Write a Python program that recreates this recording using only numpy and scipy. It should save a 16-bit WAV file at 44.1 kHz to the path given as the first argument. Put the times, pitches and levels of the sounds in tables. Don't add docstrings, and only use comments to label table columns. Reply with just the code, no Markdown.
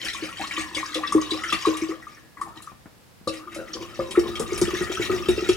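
import sys
import numpy as np
from scipy import signal
from scipy.fft import rfft, irfft, next_fast_len
from scipy.io import wavfile

SR = 44100
rng = np.random.default_rng(int(sys.argv[2]) if len(sys.argv) > 2 else 0)


def store_pcm(level_fs):
    pcm = np.round(np.clip(level_fs, -1, 1) * 32767).astype(np.int16)
    wavfile.write(sys.argv[1], SR, np.atleast_2d(pcm).T)


N = 245195
TIME = np.arange(N) / SR
CUTOFF_HZ = 15950


def from_db(db):
    return 10 ** (np.asarray(db) / 20)


def rms_one(x):
    return x / np.sqrt(np.mean(x ** 2) + 1e-20)


def in_time(rows):
    s, *columns = np.transpose(rows)
    return [np.interp(TIME, s, column) for column in columns]


def at_hz(points, hz):
    f, value = np.transpose(points)
    return np.interp(np.log(np.maximum(hz, 1)), np.log(f), value)


def add(track, s, sound):
    start = max(0, round(s * SR))
    track[start:start + len(sound)] += sound[:max(0, N - start)]


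def colour(x, spectrum, size=8192):
    gains = from_db(at_hz(spectrum, np.fft.rfftfreq(size, 1 / SR)))
    cepstrum = irfft(np.log(gains))
    cepstrum[1:size // 2] *= 2
    cepstrum[size // 2 + 1:] = 0
    response = irfft(np.exp(rfft(cepstrum)))
    return signal.fftconvolve(x, response)[:len(x)]


def drift(rate):
    knots = rng.standard_normal(int(rate * N / SR) + 2)
    return rms_one(np.interp(TIME * rate, np.arange(len(knots)), knots))


def tremble(t, rate):
    knots = rng.standard_normal(256)
    return np.interp(t * rate, np.arange(len(knots)), knots)


def resonance(x, hz, width_hz):
    turn = np.exp(2j * np.pi * np.cumsum(hz * np.ones(len(x))) / SR)
    r = np.exp(-np.pi * width_hz / SR)
    smooth = signal.lfilter([1 - r], [1, -r], x / turn + 1e-18)
    return 2 * np.real(turn * smooth)


def swell_and_die(t, t60, swell_s):
    return (1 - np.exp(-(t / swell_s) ** 2)) * from_db(-60 * t / t60)


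def bubble(t, hz, t60, rise, swell_s):
    t = np.maximum(t, 0)
    envelope = swell_and_die(t, t60, swell_s)
    cycles = hz * t * (1 + rise * np.log(2) * t / 2)
    return np.sin(2 * np.pi * cycles) * envelope / (envelope.max(axis=-1, keepdims=True) + 1e-12)


def impacts(per_s, spread_db):
    sizes = from_db(spread_db * np.minimum(rng.exponential(1, N), 4)) * rng.choice([-1, 1], N)
    return sizes * (rng.random(N) < per_s / SR)


def tail(t60, gap_s):
    t = TIME[:SR * 3 // 4]
    echoes = rng.standard_normal(len(t)) * from_db(-60 * t / t60) * (t > gap_s)
    return echoes / np.sqrt(np.sum(echoes ** 2))


# pitch_hz, level_db
QUIET_ROOM_COLOUR = [(15, -55), (25, -1), (127, 6.5), (394, -5), (463, -2.5), (624, -6), (818, -7),
                     (2350, -12), (3520, -14.5), (5140, -15), (6210, -18), (10100, -19.5), (12900, -21),
                     (16000, -23)]


def room_tone(level_db=-55, apart=0.87):
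    mid, side = [rms_one(colour(rng.standard_normal(N), QUIET_ROOM_COLOUR)) for part in range(2)]
    return from_db(level_db) * (mid + apart * side * np.array([[1], [-1]]))


# start_s, churn_db (deep), gurgle_db, fizz_db
FIRST_POUR = [(0.0, -52.5, -58, -35), (0.37, -47.5, -49, -39), (1.04, -51.5, -42.5, -39),
              (1.14, -40, -45.5, -41.5), (1.63, -54, -38.5, -35), (1.79, -47, -43.5, -40.5),
              (1.98, -55.5, -52.5, -58.5), (2.15, -57, -60.5, -53.5), (2.3, -62, -73, -75)]
DRIBBLE = [(2.4, -48, -45, -66), (2.558, -60.5, -58, -60), (2.68, -60, -47.5, -55.5)]
DOUBLE_POUR = [(3.33, -49, -57, -42), (3.45, -51.5, -46, -60), (3.58, -49, -50, -51.5),
               (4.03, -46, -50, -48), (4.2, -39.5, -44.5, -48.5), (4.76, -42.5, -45, -39.5),
               (5.09, -37.5, -44, -38.5), (5.2, -38, -44.5, -41.5), (5.56, -43, -48.5, -39)]
# start_s, plop_db, plop_t60_s, thud_db, glug_db, glug_pitch_hz
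GOUTS = [(0.035, -49, .13, -50, -44, 495), (0.223, -25, 0.16, -37, -36, 386),
         (0.398, -32, 0.21, -44, -29.5, 654), (0.578, -26.5, 0.31, -41, -41.5, 464),
         (0.766, -29, 0.26, -39, -38, 478), (0.957, -24.5, 0.33, -42, -24, 431),
         (1.149, -8, .22, -21, -13, 364.5), (1.318, -21.5, 0.24, -45, -29, 375),
         (1.526, -30, 0.22, -23.5, -43, 482), (1.67, -13.5, 0.29, -22.5, -16, 384.6),
         (1.82, -17, 0.16, -37, -42, 360), (1.891, -21.5, 0.18, -53, -30.5, 356),
         (2.46, -56, .2, -50, -42, 773), (2.555, -58, .2, -58, -48.5, 872),
         (3.273, -27, 0.45, -21, -22, 513), (3.562, -32, .08, -48, -36.5, 613),
         (3.59, -41, 0.13, -33, -32.5, 502.5), (3.752, -30, .1, -43, -36, 482),
         (3.806, -26.5, 0.15, -42, -41, 484), (3.993, -26, 0.29, -21.5, -20.5, 522.5),
         (4.174, -5, 0.13, -20, -19, 434), (4.258, -27, 0.43, -44, -35, 427),
         (4.399, -26, 0.13, -21.5, -24, 467), (4.521, -20, 0.12, -43, -29, 416),
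         (4.615, -8.5, 0.11, -17, -48, 410), (4.678, -18, .1, -39, -35, 435),
         (4.733, -17.5, 0.11, -29, -36, 424), (4.809, -18, 0.16, -21.5, -44, 431),
         (4.899, -19, 0.044, -52, -43, 428), (4.997, -15.5, 0.031, -24.5, -32, 442),
         (5.097, -14, 0.22, -31, -29, 394), (5.135, -16.5, 0.31, -33, -39, 436),
         (5.286, -8, 0.16, -16.5, -44, 440), (5.378, -16, 0.045, -51, -29, 439),
         (5.422, -18, .065, -40, -42, 450), (5.49, -6.5, 0.12, -18, -35, 434)]
# churn_db, gurgle_db, fizz_db
SURGE = (9.5, 5, 6)
START_DB_PER_S, STOP_DB_PER_S = 596, 305
SURGE_LAG_S, SURGE_WIDTH_S = .02, .018


def flow():
    levels = []
    for pour in (FIRST_POUR, DRIBBLE, DOUBLE_POUR):
        early = np.maximum(pour[0][0] - TIME, 0)
        late = np.maximum(TIME - pour[-1][0], 0)
        levels.append(np.array(in_time(pour)) - START_DB_PER_S * early - STOP_DB_PER_S * late)
    surges = [1 / (1 + ((TIME - s - SURGE_LAG_S) / SURGE_WIDTH_S) ** 2) for s, *_ in GOUTS]
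    return np.max(levels, axis=0) + np.outer(SURGE, np.max(surges, axis=0))


# pitch_hz, level_db
FIZZ_COLOUR = [(700, -23.5), (1500, -3.5), (2000, 3), (3200, 2), (4500, -1.5), (6000, 0.5), (9000, -8),
               (12000, -17.5), (16000, -22)]


def fizz(cycles=75, glide=16, spread_db=4.5, hiss=0.68, count=4000):
    t = TIME[:SR // 50]
    place, pitch, climb, size = rng.random((4, count, 1))
    hz = 1350 * 11 ** pitch
    sizes = from_db(-spread_db * np.log(np.maximum(size, .03)))
    fade = 1 - (t / t[-1]) ** 4
    rings = sizes * np.sqrt(hz) * bubble(t, hz, cycles / hz, glide * climb, swell_s=0.00027) * fade
    samples = (place * N).astype(int) + np.arange(len(t))
    bubbles = rms_one(np.bincount(samples.ravel(), rings.ravel(), minlength=N)[:N])
    return rms_one(colour(bubbles + hiss * rng.standard_normal(N), FIZZ_COLOUR))


# start_s, first_pitch_hz, second_pitch_hz
AIR_COLUMN = [(0, 317, 1120), (1.0, 316.7, 1130), (2.0, 325, 1165), (3.3, 325.7, 1204), (4.0, 346.5, 1154),
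              (4.3, 356, 1195), (5.56, 364.5, 1257)]
# pitch_hz, level_db
CHURN_COLOUR = [(25, -28), (42, -17), (58, 0.5), (90, 2.5), (130, -2.5), (220, 7), (300, 0.5), (500, -4),
                (650, -6), (900, -9), (1500, -30)]
SLOSH_OCTAVES, SLOSH_PER_S = 0.057, 29


def stream(flow_db, column_db=-2.0, churn_db=-6.0, gurgle_db=0.5, fizz_db=-3.0):
    first_hz, second_hz = in_time(AIR_COLUMN)
    deep, gurgling, fizzing = from_db(flow_db)
    wavering_hz = first_hz * 2 ** (SLOSH_OCTAVES * drift(SLOSH_PER_S))
    column = rms_one(resonance(resonance(impacts(300, 1.0), wavering_hz, 22), first_hz, 150))
    churn = rms_one(colour(impacts(700, 2.7), CHURN_COLOUR))
    gurgle_hz = second_hz * 2 ** (0.11 * drift(15))
    gurgle = rms_one(resonance(resonance(impacts(170, 1.85), gurgle_hz, 67), second_hz, 600))
    low = deep * (from_db(column_db) * column + from_db(churn_db) * churn)
    low = low + gurgling * from_db(gurgle_db) * gurgle
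    flicker = from_db(3.5 * drift(35))
    return low, fizzing * from_db(fizz_db) * flicker * fizz()


def glug(t, hz, t60, rise, swell_s=0.0011):
    pitch = hz * 2 ** np.minimum(rise * t, 2) * (1 + .06 * tremble(t, 260))
    envelope = swell_and_die(t, t60, swell_s)
    breakup = 1 + .5 * tremble(t, 220)
    return np.sin(2 * np.pi * np.cumsum(pitch) / SR) * envelope / envelope.max() * breakup


GLUG_T60_S, BIG_GLUG_DB = 0.29, -19.5
GLIDE_OCTAVES_PER_S, GLIDE_ENDS_S, GLIDE_FADE_S = 18, 1.9, 0.57
PLOP_SAG_OCTAVES_PER_S = 0.39
PLOP_SWELL_S, GLUG_LEAD_S = .003, .0015


def plops(plop_db=-1.0, glug_db=0.5, twin_db=-8.0, twin_ratio=0.86, twin_delay_s=0.01191):
    out, t = np.zeros(N), TIME[:SR // 3]
    times, first_hz, _ = np.transpose(AIR_COLUMN)
    for s, ring_db, ring_t60, _, bubble_db, bubble_hz in GOUTS:
        hz = np.interp(s, times, first_hz)
        plop = bubble(t, hz, ring_t60, -PLOP_SAG_OCTAVES_PER_S, PLOP_SWELL_S)
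        add(out, s, from_db(ring_db + plop_db) * plop)
        rise = GLIDE_OCTAVES_PER_S / (1 + np.exp((s - GLIDE_ENDS_S) / GLIDE_FADE_S))
        t60 = GLUG_T60_S / (1 + from_db(bubble_db - BIG_GLUG_DB))
        add(out, s - GLUG_LEAD_S, from_db(bubble_db + glug_db) * glug(t, bubble_hz, t60, rise))
        twin = glug(t, twin_ratio * bubble_hz, 0.5 * t60, rise)
        add(out, s + twin_delay_s, from_db(bubble_db + twin_db) * twin)
    return out


# pitch_hz, level_db
THUD_COLOUR = [(25, -19.5), (42, -12.5), (70, -4.5), (120, -1), (230, 5.5), (400, -4), (700, -7),
               (1500, -7.5), (4000, -28), (12000, -57)]
# start_s, level_db, treble_edge_hz
KNOCKS = [(2.717, -36.5, 4000), (2.858, -32, 3950), (3.211, -41, 300)]
THUD_EDGE_HZ, CUSHION_DB_PER_OCTAVE = 1600, 7


def thuds(thud_db=-0.5, shudder=0.88, shudder_s=0.014):
    out, t = np.zeros(N), TIME[:SR // 4]
    landings = []
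    for s, ring_db, _, db, *_ in GOUTS:
        landings.append((s, db, THUD_EDGE_HZ * 2 ** ((db - ring_db) / CUSHION_DB_PER_OCTAVE)))
    for s, db, edge_hz in landings + list(KNOCKS):
        push = np.exp(-t / 0.00045) + shudder * rng.standard_normal(len(t)) * np.exp(-t / shudder_s)
        dulling = signal.butter(1, min(edge_hz, CUTOFF_HZ), fs=SR, output="sos")
        thud = signal.sosfilt(dulling, colour(push, THUD_COLOUR))
        add(out, s, from_db(db + thud_db) * thud / np.abs(thud).max())
    return out


# start_s, level_db, pitch_hz, spray_db (against level_db)
SPLASHES = [(0.0473, -26, 2870, -9), (0.1325, -19, 3495, -18.5), (0.2225, -31, 1730, -17),
            (0.3015, -36, 1780, -19), (0.413, -22, 1656, -30), (0.4708, -24, 4250, -15),
            (0.5086, -13.5, 2230, -27.5), (0.5651, -16.5, 2450, -33), (0.7472, -16, 3430, -19),
            (0.9442, -12.5, 3365, -20.5), (1.037, -19.5, 1826, -47), (1.073, -17, 3430, -24),
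            (1.1232, -21, 8700, -14), (1.2126, -18.5, 6430, -27), (1.3068, -14.5, 3905, -21.5),
            (1.4363, -14, 2030, -22.5), (1.5001, -17, 3310, -20), (1.5255, -8, 2730, -24),
            (1.6574, -17.5, 3910, -17), (1.7693, -24, 2750, -10.5), (2.0226, -32, 1930, -21),
            (2.1704, -35, 1774, -26), (2.371, -32.5, 2024, -25), (2.4127, -31, 1774, -6),
            (2.6203, -31, 10050, -11), (3.2748, -17, 4020, -18), (3.3364, -31, 1954, -6.5),
            (3.3705, -32.5, 5020, -12.5), (3.5172, -29, 2090, -19), (3.5458, -28.5, 2150, -7.5),
            (3.7323, -16.5, 5690, -28), (3.9439, -34, 5600, -16), (4.1095, -21.5, 3210, -14),
            (4.157, -19.5, 1815, -19.5), (4.193, -23, 5450, -14), (4.354, -18.5, 3185, -20.5),
            (4.3963, -24.5, 6980, -5.5), (4.5774, -26, 2360, -3), (4.6145, -22.5, 5430, -3.5),
            (4.8664, -20.5, 1985, -23), (5.0584, -21, 2680, -21), (5.1133, -20, 2230, -31),
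            (5.2858, -15, 3710, -18), (5.4892, -12.5, 3270, -18)]
# pitch_hz, level_db
SPRAY_COLOUR = [(500, 7), (1500, -11), (3200, -1.5), (6000, 5), (9000, 7), (11000, 0.5), (13000, -13.5),
                (16000, -20)]
SPLASH_S, SPLASH_OCTAVES = .013, 0.4407


def splashes(bursts, main_db=-10.5, cluster_db=-6.0, spray_db=0.0, patchy_db=2.5, crack_db=2.5,
             soft_swell_s=0.0069, cycles=70, glide=9, count=22):
    ringing, spray, t = np.zeros(N), np.zeros(N), TIME[:SR // 11]
    for s, db, hz, bright_db in bursts:
        scatter = 2 ** (SPLASH_OCTAVES * rng.standard_normal((count, 1)))
        pitches = np.clip(hz * scatter, 1350, 12000)
        delays = rng.exponential(SPLASH_S, (count, 1))
        sizes = from_db(rng.normal(0, 2.44, (count, 1))) * np.exp(-delays / SPLASH_S / 2)
        sizes = sizes / (1 + (pitches / 7500) ** 4)
        rises = glide * rng.random((count, 1))
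        rings = bubble(t - delays, pitches, cycles / pitches, rises, swell_s=0.00052)
        cluster = np.sum(sizes * rings, axis=0)
        cluster = cluster / np.abs(cluster).max()
        main = bubble(t, hz, t60=4 * SPLASH_S, rise=2.3, swell_s=0.0014)
        add(ringing, s, from_db(db) * (from_db(main_db) * main + from_db(cluster_db) * cluster))
        hardness = np.clip((db + bright_db + 42.0) / 10, 0, 1)
        swell = 1 - (1 - hardness) * np.exp(-t / soft_swell_s)
        patter = swell * from_db(1.0 * tremble(t, 680)) * np.exp(-t / SPLASH_S)
        crack = hardness * from_db(crack_db) * np.exp(-t / 0.00052)
        droplets = (patter + crack) * rng.standard_normal(len(t))
        tint = [(f, level + patchy_db * rng.standard_normal()) for f, level in SPRAY_COLOUR]
        add(spray, s, from_db(db + bright_db + spray_db) * colour(droplets, tint, size=1024))
    return ringing + spray


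SPATTER_PER_S, SECOND_STREAM_S = 20, 3.7
SPATTER_DB, SPATTER_SPREAD_DB = 9, 1
SPATTER_SPRAY_DB = -18.5
SPATTER_HZ, SPATTER_OCTAVES_PER_S = 2300, .09


def spatter(fizzing_db, count=320):
    place, chance = rng.random((2, count))
    size, pitch = np.clip(rng.standard_normal((2, count)), -2, 2)
    at = (place * N).astype(int)
    hz = SPATTER_HZ * 2 ** (SPATTER_OCTAVES_PER_S * TIME[at] + SPLASH_OCTAVES * pitch)
    db = fizzing_db[at] + SPATTER_DB + SPATTER_SPREAD_DB * size
    rows = np.transpose([TIME[at], db, hz, np.full(count, SPATTER_SPRAY_DB)])
    streams = 1 + (TIME[at] > SECOND_STREAM_S)
    return list(rows[chance < streams * SPATTER_PER_S * N / SR / count])


# pitch_hz, width_hz, level_db
CROSS_MODES = [(1693, 1, 9), (1794, 4, 9), (1810, 7.3, -11), (1909, 20, 5), (2155, 38, -6.5),
               (2378, 13, -3.5), (2672, 15.6, 3.5), (2930, 24, 1.5), (3190, 67, -2.5), (3713, 34, -4),
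               (3797, 14, 4), (4490, 28, -13.5), (4930, 49, 0), (5320, 53, -3.5), (5570, 30, 2),
               (6280, 26, -2)]


def pitcher(x, direct_db=-3.0, modes_db=2.0, flutter_db=-4.5):
    modes = sum(from_db(db) * resonance(x, hz, width) for hz, width, db in CROSS_MODES)
    flutter = [signal.fftconvolve(x, tail(t60=0.092, gap_s=0.0023))[:N] for channel in range(2)]
    return from_db(direct_db) * x + from_db(modes_db) * modes + from_db(flutter_db) * np.array(flutter)


# start_s, level_db, pitch_hz
BLOOPS = [(0.147, -30, 1100), (0.289, -34, 1325), (0.437, -25.5, 1107), (0.576, -23.5, 1154),
          (0.829, -23.5, 1080), (1.034, -19.5, 1159), (1.122, -16, 1150), (1.18, -20.5, 1131),
          (1.22, -26, 1142), (1.338, -27, 1136), (1.491, -27.5, 1340), (1.523, -17.5, 1200),
          (1.652, -13.5, 1127), (1.749, -26.5, 1157), (1.918, -30.5, 1155), (2.068, -32, 1203),
          (2.37, -38, 1127), (2.414, -19, 1136), (2.461, -42, 1100), (2.672, -34.5, 1166),
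          (3.273, -22.5, 1168), (3.473, -32.5, 1203), (3.997, -26, 1196), (4.151, -26, 1306),
          (4.971, -24.5, 1308), (5.096, -25, 1272), (5.493, -26.5, 1292)]
# pitch_ratio, level_db
BLOOP_PARTNERS = [(.93, -16), (1.13, -15)]
BLOOP_T60_S = 0.073


def bloops(bloop_db=-1.5, bloop_rise=0.9, blip_db=-11):
    out, t = np.zeros(N), TIME[:SR // 3]
    partials = [(0.99, 0)] + list(BLOOP_PARTNERS)
    for s, db, hz in BLOOPS:
        blip = bubble(t, .97 * hz, t60=.055, rise=11, swell_s=.003)
        rings = sum(from_db(level) * bubble(t, ratio * hz, BLOOP_T60_S, bloop_rise, swell_s=0.0019)
                    for ratio, level in partials)
        add(out, s, from_db(db + bloop_db) * (rings / np.abs(rings).max() + from_db(blip_db) * blip))
    return out


# pitch_hz, level_db
ECHO_COLOUR = [(50, 15.5), (130, 0), (330, -16), (550, -2.5), (1150, -9), (2500, -7), (6000, -12),
               (14000, -0.5)]
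# pitch_hz, level_db
LEFT_LEAN = [(60, -3), (130, 1.5), (330, 2), (600, 4.5), (1200, 4.5), (2400, 3), (8000, 3), (15000, 1.5)]
# pitch_hz, phase_radians
LEFT_LEAD = [(1500, 0.5), (4000, 1.7), (6000, 0), (9000, 1.57), (12000, 0.5), (16000, -0.5)]
ROOM_T60_S = 0.3


def room(x):
    size = next_fast_len(N + SR)
    hz = np.fft.rfftfreq(size, 1 / SR)
    side = np.array([[.5], [-.5]])
    direct = np.exp(1j * side * at_hz(LEFT_LEAD, hz))
    echoes = rfft([colour(tail(ROOM_T60_S, gap_s=0.00395), ECHO_COLOUR) for channel in range(2)], size)
    balance = from_db(side * at_hz(LEFT_LEAN, hz))
    return irfft(rfft(x, size) * (direct + echoes) * balance, size)[:, :N]


def scene():
    flow_db = flow()
    low, fizzing = stream(flow_db)
    gouts = plops() + bloops() + thuds()
    bursts = list(SPLASHES) + spatter(flow_db[2])
    pour = low + gouts + pitcher(fizzing + splashes(bursts))
    return room(pour) + room_tone()


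def record(dry, low_cut_hz=44):
    bass_cut = signal.butter(2, low_cut_hz, "high", fs=SR, output="sos")
    treble_cut = signal.ellip(12, .1, 80, CUTOFF_HZ, fs=SR, output="sos")
    return signal.sosfilt(treble_cut, signal.sosfilt(bass_cut, dry))


dry = scene()
out = record(dry)
store_pcm(out)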